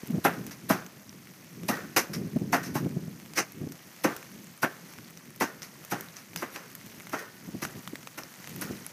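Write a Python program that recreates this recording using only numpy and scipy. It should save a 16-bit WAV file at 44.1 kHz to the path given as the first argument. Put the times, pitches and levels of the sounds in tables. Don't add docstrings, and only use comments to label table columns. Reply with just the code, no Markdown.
import sys
import numpy as np
from scipy import signal
from scipy.fft import rfft, irfft
from scipy.io import wavfile
from scipy.ndimage import uniform_filter1d

SR = 44100
rng = np.random.default_rng(int(sys.argv[2]) if len(sys.argv) > 2 else 0)


def to_wav(sig):
    pcm = np.clip(np.atleast_2d(sig), -1, 1) * 32767
    pcm = np.round(pcm).astype(np.int16)
    wavfile.write(sys.argv[1], SR, pcm.T)


N = 393372
T = np.arange(N) / SR
EVENT_T = T[:SR * 3 // 5]

# t/s, slap/dB, thud/dB, note of the trapped air/Hz, grit/dB, leaves/dB, stalks/dB,
# time to pass through the grass/s, time pressed down/s
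STROKES = [(.250, -13.5, -28.5, 803, -42, -28.5, -36, 0.015, 0.0033),
           (.700, -19.5, -19, 648, -42.5, -35, -37.5, 0.018, 0.017),
           (1.688, -26.5, -20.5, 860, -38.5, -31, -34, 0.0095, 0.0062),
           (1.965, -22, -23.5, 977, -48, -29, -26, 0.0042, 0.012),
           (2.530, -15.5, -27, 708, -46, -37, -34.5, .010, .014),
           (2.754, -29, -28, 848, -57, -40.5, -43.5, 0.019, 0.016),
           (3.387, -30, -37, 810, -61, -39, -28, 0.045, 0.006),
           (4.045, -20, -22.5, 529, -42.5, -33, -34, 0.014, 0.0032),
           (4.631, -17, -31, 1483, -48, -34.5, -36, 0.017, 0.0032),
           (5.410, -19.5, -25.5, 894, -46.5, -38.5, -36.5, 0.017, 0.015),
           (5.921, -25, -30, 813, -46.5, -37.5, -39, 0.026, 0.004),
           (6.423, -27, -33, 1200, -51.5, -50, -64, 0.016, 0.0077),
           (6.557, -38, -55, 1160, -54, -51, -49.5, 0.063, 0.016),
           (7.133, -24.5, -34, 1378, -43.5, -51, -46.5, 0.028, .014),
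           (7.624, -54, -35, 900, -53.5, -39.5, -38.5, .011, 0.0082),
           (8.179, -39.5, -42, 1095, -57, -43, -44, .007, .005),
           (8.618, -36, -42, 1457, -48, -40.5, -41.5, 0.0087, 0.0076)]
# f/Hz, level/dB
TICK_COLOUR = [(300, -1.5), (1500, 1.5), (3500, -17.5), (6000, 5), (7500, -1.5), (10000, -3.5), (12700, -2),
               (14000, 2), (15200, -2)]
SNAP_COLOUR = [(150, -36), (500, -4), (1300, -4), (2200, 1), (3500, -5.5), (6000, -12.5), (15000, -21)]


def shovel_slaps(slap_t60=0.14, thud_t60=0.14, air_t60=0.083, soil_t60=0.46):
    # f/Hz, level/dB, t60/s (time to fade by 60 dB)
    damped_notes = [(150, 8, 0.12), (304, -4, 0.3), (544, -2, 0.11), (710, 6.5, 0.14), (802, 7, 0.077),
                    (1090, -19, 0.19), (1215, -11, 0.22), (1396, 10, 0.088), (1578, 6, 0.35),
                    (1810, 2, 0.29), (2027, 16.5, 0.033), (2200, -2, 0.071), (2590, -8, .11)]
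    free_notes = [(1475, -3.5, 0.79), (1440, -10, .5), (1500, -2, 0.62), (1790, -6.5, 0.86), (1810, 2, 0.4),
                  (1870, 8, 0.26), (1910, -5, 0.38), (2310, -15, 0.29)]
    # t/s, level/dB
    rebounds = [(1.715, -35.5), (2.557, -37.5), (5.438, -45), (7.161, -39)]
    # f/Hz, level/dB
    slap_colour = [(60, -46), (150, -2.5), (300, 1.5), (430, -3.5), (720, 2), (1000, -2.5), (1450, -1.5),
                   (2100, -9), (2900, -14.5), (3700, -24), (8000, -57), (15000, -37)]
    thud_colour = [(30, -33), (70, -41), (125, -1), (220, 1), (330, -0.5), (500, -15), (1200, -10),
                   (5000, -75)]
    grit_colour = [(100, -17), (400, 7), (900, -2.5), (1500, 4), (2000, -3), (3000, -12.5), (4000, -13.5),
                   (6000, -13.5), (8000, -22), (15000, -18)]
    contact, ground, thrown, tones, claps = np.zeros((5, N))
    pressing = np.minimum(EVENT_T / 0.0065, 1)
    lifting = np.minimum(EVENT_T / 0.01, 1)
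    on_soil = pressing * envelope(swell=0, hold=0, t60=soil_t60)
    for s, slap_db, thud_db, air_hz, grit_db, *_ in STROKES:
        longer = (920 / air_hz) ** 0.54
        add(contact, s, undb(slap_db) * envelope(swell=0.0065, hold=0.0072, t60=longer * slap_t60))
        add(claps, s, undb(slap_db + 4) * air_clap())
        add(ground, s, undb(thud_db) * envelope(swell=0.0013, hold=0.0017, t60=longer * thud_t60))
        add(thrown, s, undb(grit_db) * envelope(swell=0.031, hold=0.05, t60=0.37))
        add(tones, s, undb(slap_db - 3) * on_soil * blade_ring(damped_notes))
        add(tones, s, undb(slap_db - 1) * pressing * ping(air_hz, longer * air_t60))
    for s, db in rebounds:
        add(tones, s, undb(db) * lifting * blade_ring(free_notes))
    slap = undb(-6) * colour(contact * grains(per_s=2500, spread_db=1), slap_colour)
    thud = colour(ground * grains(per_s=1500, spread_db=0), thud_colour)
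    grit = colour(thrown * splinters(per_s=6000, spread_db=0), grit_colour)
    return claps + slap + thud + grit + tones


def blade_ring(notes, detune=0.01345):
    hz, db, t60 = np.transpose(notes)[:, :, None]
    shift, phase = rng.standard_normal((len(notes), 2)).T[:, :, None]
    gain = undb(db)
    waves = np.sin(2 * np.pi * (hz * (1 + detune * shift) * EVENT_T + phase))
    fade = np.exp(-np.log(1000) * EVENT_T / t60)
    return np.sum(gain * waves * fade, axis=0) / np.sqrt(np.sum(gain ** 2) / 2)


def air_clap(width_s=0.000214, bounce_s=0.0034, bounce_db=-3, count=4):
    gaps = bounce_s * rng.uniform(0.8, 1.2, count)
    pulses = 0
    for k, s in enumerate(np.cumsum(gaps) - gaps[0] + 5 * width_s):
        offset = (EVENT_T - s) / width_s
        pulses = pulses + undb(k * bounce_db) * (offset ** 2 - 1) * np.exp(-offset ** 2 / 2)
    return pulses


def grass_crunch(twig_db=-7, mass_db=-1, bend_s=0.0021):
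    # f/Hz, level/dB
    leaf_colour = [(1000, -24), (4000, 4), (6500, -31), (7600, -4.5), (9500, -1), (12300, 9), (14000, 2.5),
                   (15300, -14)]
    stalk_colour = [(400, -16), (2000, 3), (3500, -11), (4800, 0), (6200, 4.5), (7300, -12.5), (9500, -9.5),
                    (15000, -12.5)]
    stubble_colour = [(100, -18), (300, 4), (700, -4), (1400, -0.5), (2000, 0), (2750, -2), (3500, -26.5),
                      (6000, -6.5), (15000, -34)]
    leaves, stalks, stubble = np.zeros((3, N))
    for s, swell, hold, leaf_db, stalk_db, stubble_db in grass_touches():
        t60 = 0.093 + 4.9 * hold
        load = envelope(swell, hold, t60)
        add(leaves, s, undb(leaf_db) * envelope(0.71 * swell, hold, t60))
        add(stalks, s, undb(stalk_db) * load)
        add(stubble, s, undb(stubble_db) * load * np.minimum(EVENT_T / (swell + bend_s), 1))
    mass = undb(mass_db) * splinters(per_s=16000, spread_db=1.5)
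    twigs = undb(twig_db) * splinters(per_s=1600, spread_db=3.5)
    hiss = colour(leaves * grains(per_s=11000, spread_db=5), leaf_colour)
    rasp = ground_bounce(colour(stalks * (mass + twigs), stalk_colour))
    crunch = colour(stubble * grains(per_s=4000, spread_db=2.5), stubble_colour)
    return hiss + rasp + crunch


def grass_touches(rustle_swell_s=0.0033):
    # t/s, level/dB, time pressed down/s
    rustles = [(0.468, -53, 0.0045), (.507, -47.5, .010), (2.131, -38, 0.0095), (2.628, -45.5, 0.032),
               (4.883, -58, 0.041), (5.619, -47, 0.019), (6.158, -51.5, 0.024), (6.368, -46, 0.027),
               (7.183, -48, 0.0064)]
    for s, slap_db, _, _, _, leaf_db, stalk_db, passing_s, press_s in STROKES:
        stubble_db = max(stalk_db + 4, slap_db - 15.5)
        yield s - passing_s, 0.94 * passing_s, press_s, leaf_db, stalk_db, stubble_db
    for s, db, press_s in rustles:
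        yield s, rustle_swell_s, press_s, db - 6, db, db - 3.5


def ground_bounce(x, lag_s=0.000888, wander=0.22, bounce_db=-5):
    delay_s = lag_s * np.exp(wander * drift(12))
    echo = np.interp(T - delay_s, T, x)
    return (x + undb(bounce_db) * echo) / np.sqrt(1 + undb(bounce_db) ** 2)


def stem_pops(ring_t60=0.0059, middle_hz=5000):
    # t/s, crack/dB, f/Hz, ring/dB
    loud_pops = [(.073, -33, 13300, -29), (.108, -38, 13500, -33), (.466, -28, 13300, -31),
                 (.864, -33, 6600, -36), (1.094, -48, 5730, -31), (3.336, -32, 5200, -39),
                 (3.521, -36, 12800, -31), (3.721, -28.5, 14400, -35), (4.165, -25, 12600, -29),
                 (4.228, -36, 2320, -37), (4.986, -38, 1540, -33.5), (5.174, -35, 5970, -32),
                 (5.361, -32.5, 12600, -37), (5.620, -30, 5300, -30), (5.631, -43, 5840, -26),
                 (5.849, -29, 12300, -41), (6.009, -29, 13000, -23), (6.086, -41, 4000, -37),
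                 (6.168, -50, 6200, -27.5), (6.339, -40, 7300, -44), (6.361, -16.5, 4000, -46),
                 (6.374, -30, 5050, -26), (6.561, -29, 2740, -30), (6.752, -29.5, 12700, -25),
                 (6.813, -42, 2100, -41), (6.863, -35, 13000, -40), (7.006, -39, 2220, -34),
                 (7.020, -34, 12800, -42), (7.070, -34.5, 2110, -35), (7.095, -30, 12400, -40),
                 (7.651, -24, 1460, -21), (7.876, -27.5, 1450, -31), (7.956, -29, 2060, -30.5),
                 (8.030, -36, 2200, -53), (8.073, -29.5, 1290, -32), (8.235, -33, 5500, -28.5),
                 (8.443, -33, 2120, -47), (8.494, -33, 12100, -33), (8.562, -37, 12700, -26),
                 (8.613, -39, 10700, -18.5), (8.865, -31, 10900, -20.5)]
    out = np.zeros(N)
    for s, db, hz, ring_db in loud_pops + small_pops():
        thinness = np.log2(hz / middle_hz)
        tick = undb(db - 1.5 + 0.7 * thinness) * crack(TICK_COLOUR, scatter=0.28, t60=0.027)
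        snap = undb(db - 2.5 - 4 * thinness) * crack(SNAP_COLOUR, scatter=0.18, t60=0.014)
        ring = undb(ring_db) * ping(hz, ring_t60 * np.sqrt(middle_hz / hz))
        add(out, s, tick + snap + ring)
    return out


def small_pops(per_s=4, quietest_db=-46, spread_db=2.5, thinnest_hz=13500, octaves=2.8):
    when, size, thickness = rng.random((int(per_s * N / SR), 3)).T
    db = quietest_db - spread_db * np.log(np.maximum(size, np.exp(-2)))
    hz = thinnest_hz / 2 ** (octaves * thickness ** 2)
    return list(zip(when * T[-1], db, hz, db + 3))


def crack(tone_colour, scatter, t60):
    push = scatter * rng.standard_normal(len(EVENT_T)) * envelope(swell=0, hold=0, t60=t60)
    push[0] = 1
    sound = colour(push, tone_colour)
    return sound / np.max(np.abs(sound))


def fire(fizz_db=1, tick_db=-10, crack_db=-8, woody_db=-1, flare_db=2):
    # t/s, level/dB
    burn_levels = [(0, -53.5), (.3, -54), (1.04, -58), (2, -54.5), (2.55, -56), (3.7, -56.5), (4.17, -53.5),
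                   (4.6, -57), (4.85, -54.5), (5.35, -58.5), (6.04, -53.5), (6.25, -56.5), (7.03, -54),
                   (7.22, -57), (7.77, -53), (8.1, -56), (8.7, -50.5), (8.92, -53)]
    # f/Hz, level/dB
    fizz_colour = [(290, -35), (500, 2), (927, -1.5), (1530, -1), (1880, 1), (3580, -7), (5750, -3.5),
                   (6450, -3), (7130, -8.5), (10100, -10.5), (11600, -6.5), (13000, -6), (14600, -12),
                   (15500, -9)]
    strength = undb(np.interp(T, *np.transpose(burn_levels)) + 0.18 * drift(7.5))
    flurry = undb(flare_db * drift(16))
    fizz = undb(fizz_db) * colour(splinters(per_s=16000, spread_db=3), fizz_colour)
    ticks = undb(tick_db) * splinters(per_s=700, spread_db=2.5)
    cracks = undb(crack_db) * grains(per_s=55, spread_db=3)
    crackle = colour(ticks + cracks / 2, TICK_COLOUR) + undb(woody_db) * colour(cracks, SNAP_COLOUR)
    return strength * (fizz + flurry * crackle)


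def wind(rumble_db=-3, flutter_db=2, hard_db=-7, strong_db=-33):
    # f/Hz, level/dB
    soft_colour = [(25, -55), (50, -24), (80, -14), (125, -1.5), (180, 2), (280, -4.5), (400, -9.5),
                   (600, -26), (1200, -61), (5000, -79)]
    hard_colour = [(30, -36), (80, -33.5), (150, 8.5), (280, 0.5), (450, -12.5), (650, -17), (1000, -33.5),
                   (4000, -55)]
    # t/s, level/dB, length/s
    buffets = [(0.036, -38, 0.014), (0.107, -32, 0.023), (0.153, -31.5, .065), (0.186, -31, 0.018),
               (0.64, -44, 0.015), (2.101, -38.5, 0.021), (2.368, -24, 0.028), (2.422, -35, 0.023),
               (2.865, -30, .024), (2.97, -28.5, 0.021), (3.082, -37.5, .017), (3.616, -34.5, .022),
               (3.637, -37, 0.03), (3.673, -35.5, 0.016), (7.49, -40, 0.016), (7.55, -35.5, 0.02),
               (7.936, -36.5, 0.015), (8.709, -36, 0.023)]
    flow_db = wind_level() + flutter_db * drift(45)
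    rumble = undb(flow_db + rumble_db) * colour(rng.standard_normal(N), soft_colour)
    swirls = colour(rng.standard_normal(N), hard_colour)
    calm_db = 0.5 * np.minimum(flow_db - strong_db, 0)
    out = rumble + undb(flow_db + hard_db + calm_db) * swirls
    for s, db, length in buffets:
        inside = np.abs(T - s) < length / 2
        add(out, s - length / 2, undb(db) * unit(swirls[inside] * np.hanning(inside.sum())))
    return out


def wind_level(breeze_db=-51.5, wander_db=2):
    # t/s, level/dB, half length/s
    gusts = [(0.146, -32.5, 0.042), (0.388, -37.5, 0.1), (.73, -41, 0.082), (1.146, -50.5, .04),
             (1.614, -41, 0.08), (1.797, -39, .11), (2.189, -31.5, 0.055), (2.41, -32, 0.12),
             (2.81, -33.5, 0.2), (3.65, -38, 0.065), (4.415, -49.5, 0.08), (4.983, -46.5, 0.015),
             (6.02, -53.5, 0.042), (6.39, -44.5, .035), (7.52, -42, 0.066), (7.77, -42, 0.032),
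             (8.52, -40.5, 0.045), (8.685, -37.5, 0.099)]
    power = undb(breeze_db + wander_db * drift(8.8)) ** 2
    for s, db, half in gusts:
        power = power + (undb(db) * np.exp(-((T - s) / half) ** 2 / 2)) ** 2
    return 10 * np.log10(power)


def yard_echo(x, wall_s=0.011, wall_db=-18, tail_t60=0.99, tail_db=-28, dull_hz=5000):
    tail = rng.standard_normal(len(EVENT_T)) * envelope(swell=0.093, hold=0, t60=tail_t60)
    tail /= np.sqrt(np.sum(tail ** 2))
    tail = signal.sosfilt(signal.butter(1, dull_hz, fs=SR, output="sos"), tail)
    out = x + undb(tail_db) * signal.fftconvolve(x, tail)[:N]
    add(out, wall_s, undb(wall_db) * x)
    return out


def grains(per_s, spread_db):
    when, rarity, side = rng.random((int(per_s * N / SR), 3)).T
    size = undb(-spread_db * np.log(np.maximum(rarity, np.exp(-5)))) * np.sign(side - 0.5)
    return unit(np.bincount((when * N).astype(int), size, N))


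def splinters(per_s, spread_db):
    edges_hz = [250, 900, 1700, 2700, 4000, 5200, 6400, 8000, 10000, 12000, 13600, 15500]
    bands = [signal.butter(2, pair, "bandpass", fs=SR, output="sos")
             for pair in zip(edges_hz, edges_hz[1:])]
    return unit(sum(signal.sosfilt(band, grains(per_s / len(bands), spread_db)) for band in bands))


def ping(hz, t60):
    return np.sin(2 * np.pi * hz * EVENT_T) * np.exp(-np.log(1000) * EVENT_T / t60)


def envelope(swell, hold, t60):
    rise = np.minimum(EVENT_T / max(swell, 1 / SR), 1) ** 2
    return rise * np.exp(-np.log(1000) * np.maximum(EVENT_T - swell - hold, 0) / t60)


def colour(x, points, size=4096):
    hz, db = np.transpose(points)
    bins_hz = np.maximum(np.arange(size // 2 + 1) * SR / size, 1)
    gain = undb(np.interp(np.log(bins_hz), np.log(hz), db))
    cepstrum = irfft(np.log(gain))
    cepstrum[1:size // 2] *= 2
    cepstrum[size // 2 + 1:] = 0
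    response = irfft(np.exp(rfft(cepstrum)))[:size // 2]
    return signal.fftconvolve(x, response / np.sqrt(np.sum(response ** 2)))[:len(x)]


def drift(per_s):
    step = int(SR / per_s)
    stairs = np.repeat(rng.standard_normal(N // step + 1), step)
    return unit(uniform_filter1d(uniform_filter1d(stairs, step), step)[:N])


def undb(db):
    return 10 ** (np.asarray(db) / 20)


def unit(x):
    return x / np.sqrt(np.mean(x ** 2))


def add(out, s, x):
    i = max(int(s * SR), 0)
    out[i:i + len(x)] += x[:N - i]


def scene():
    return (yard_echo(shovel_slaps() + grass_crunch()) + stem_pops() + fire() + wind())[None]


def record(dry, top_hz=15400):
    return signal.sosfilt(signal.ellip(10, 0.2, 70, top_hz, fs=SR, output="sos"), dry)


dry = scene()
out = record(dry)
to_wav(out)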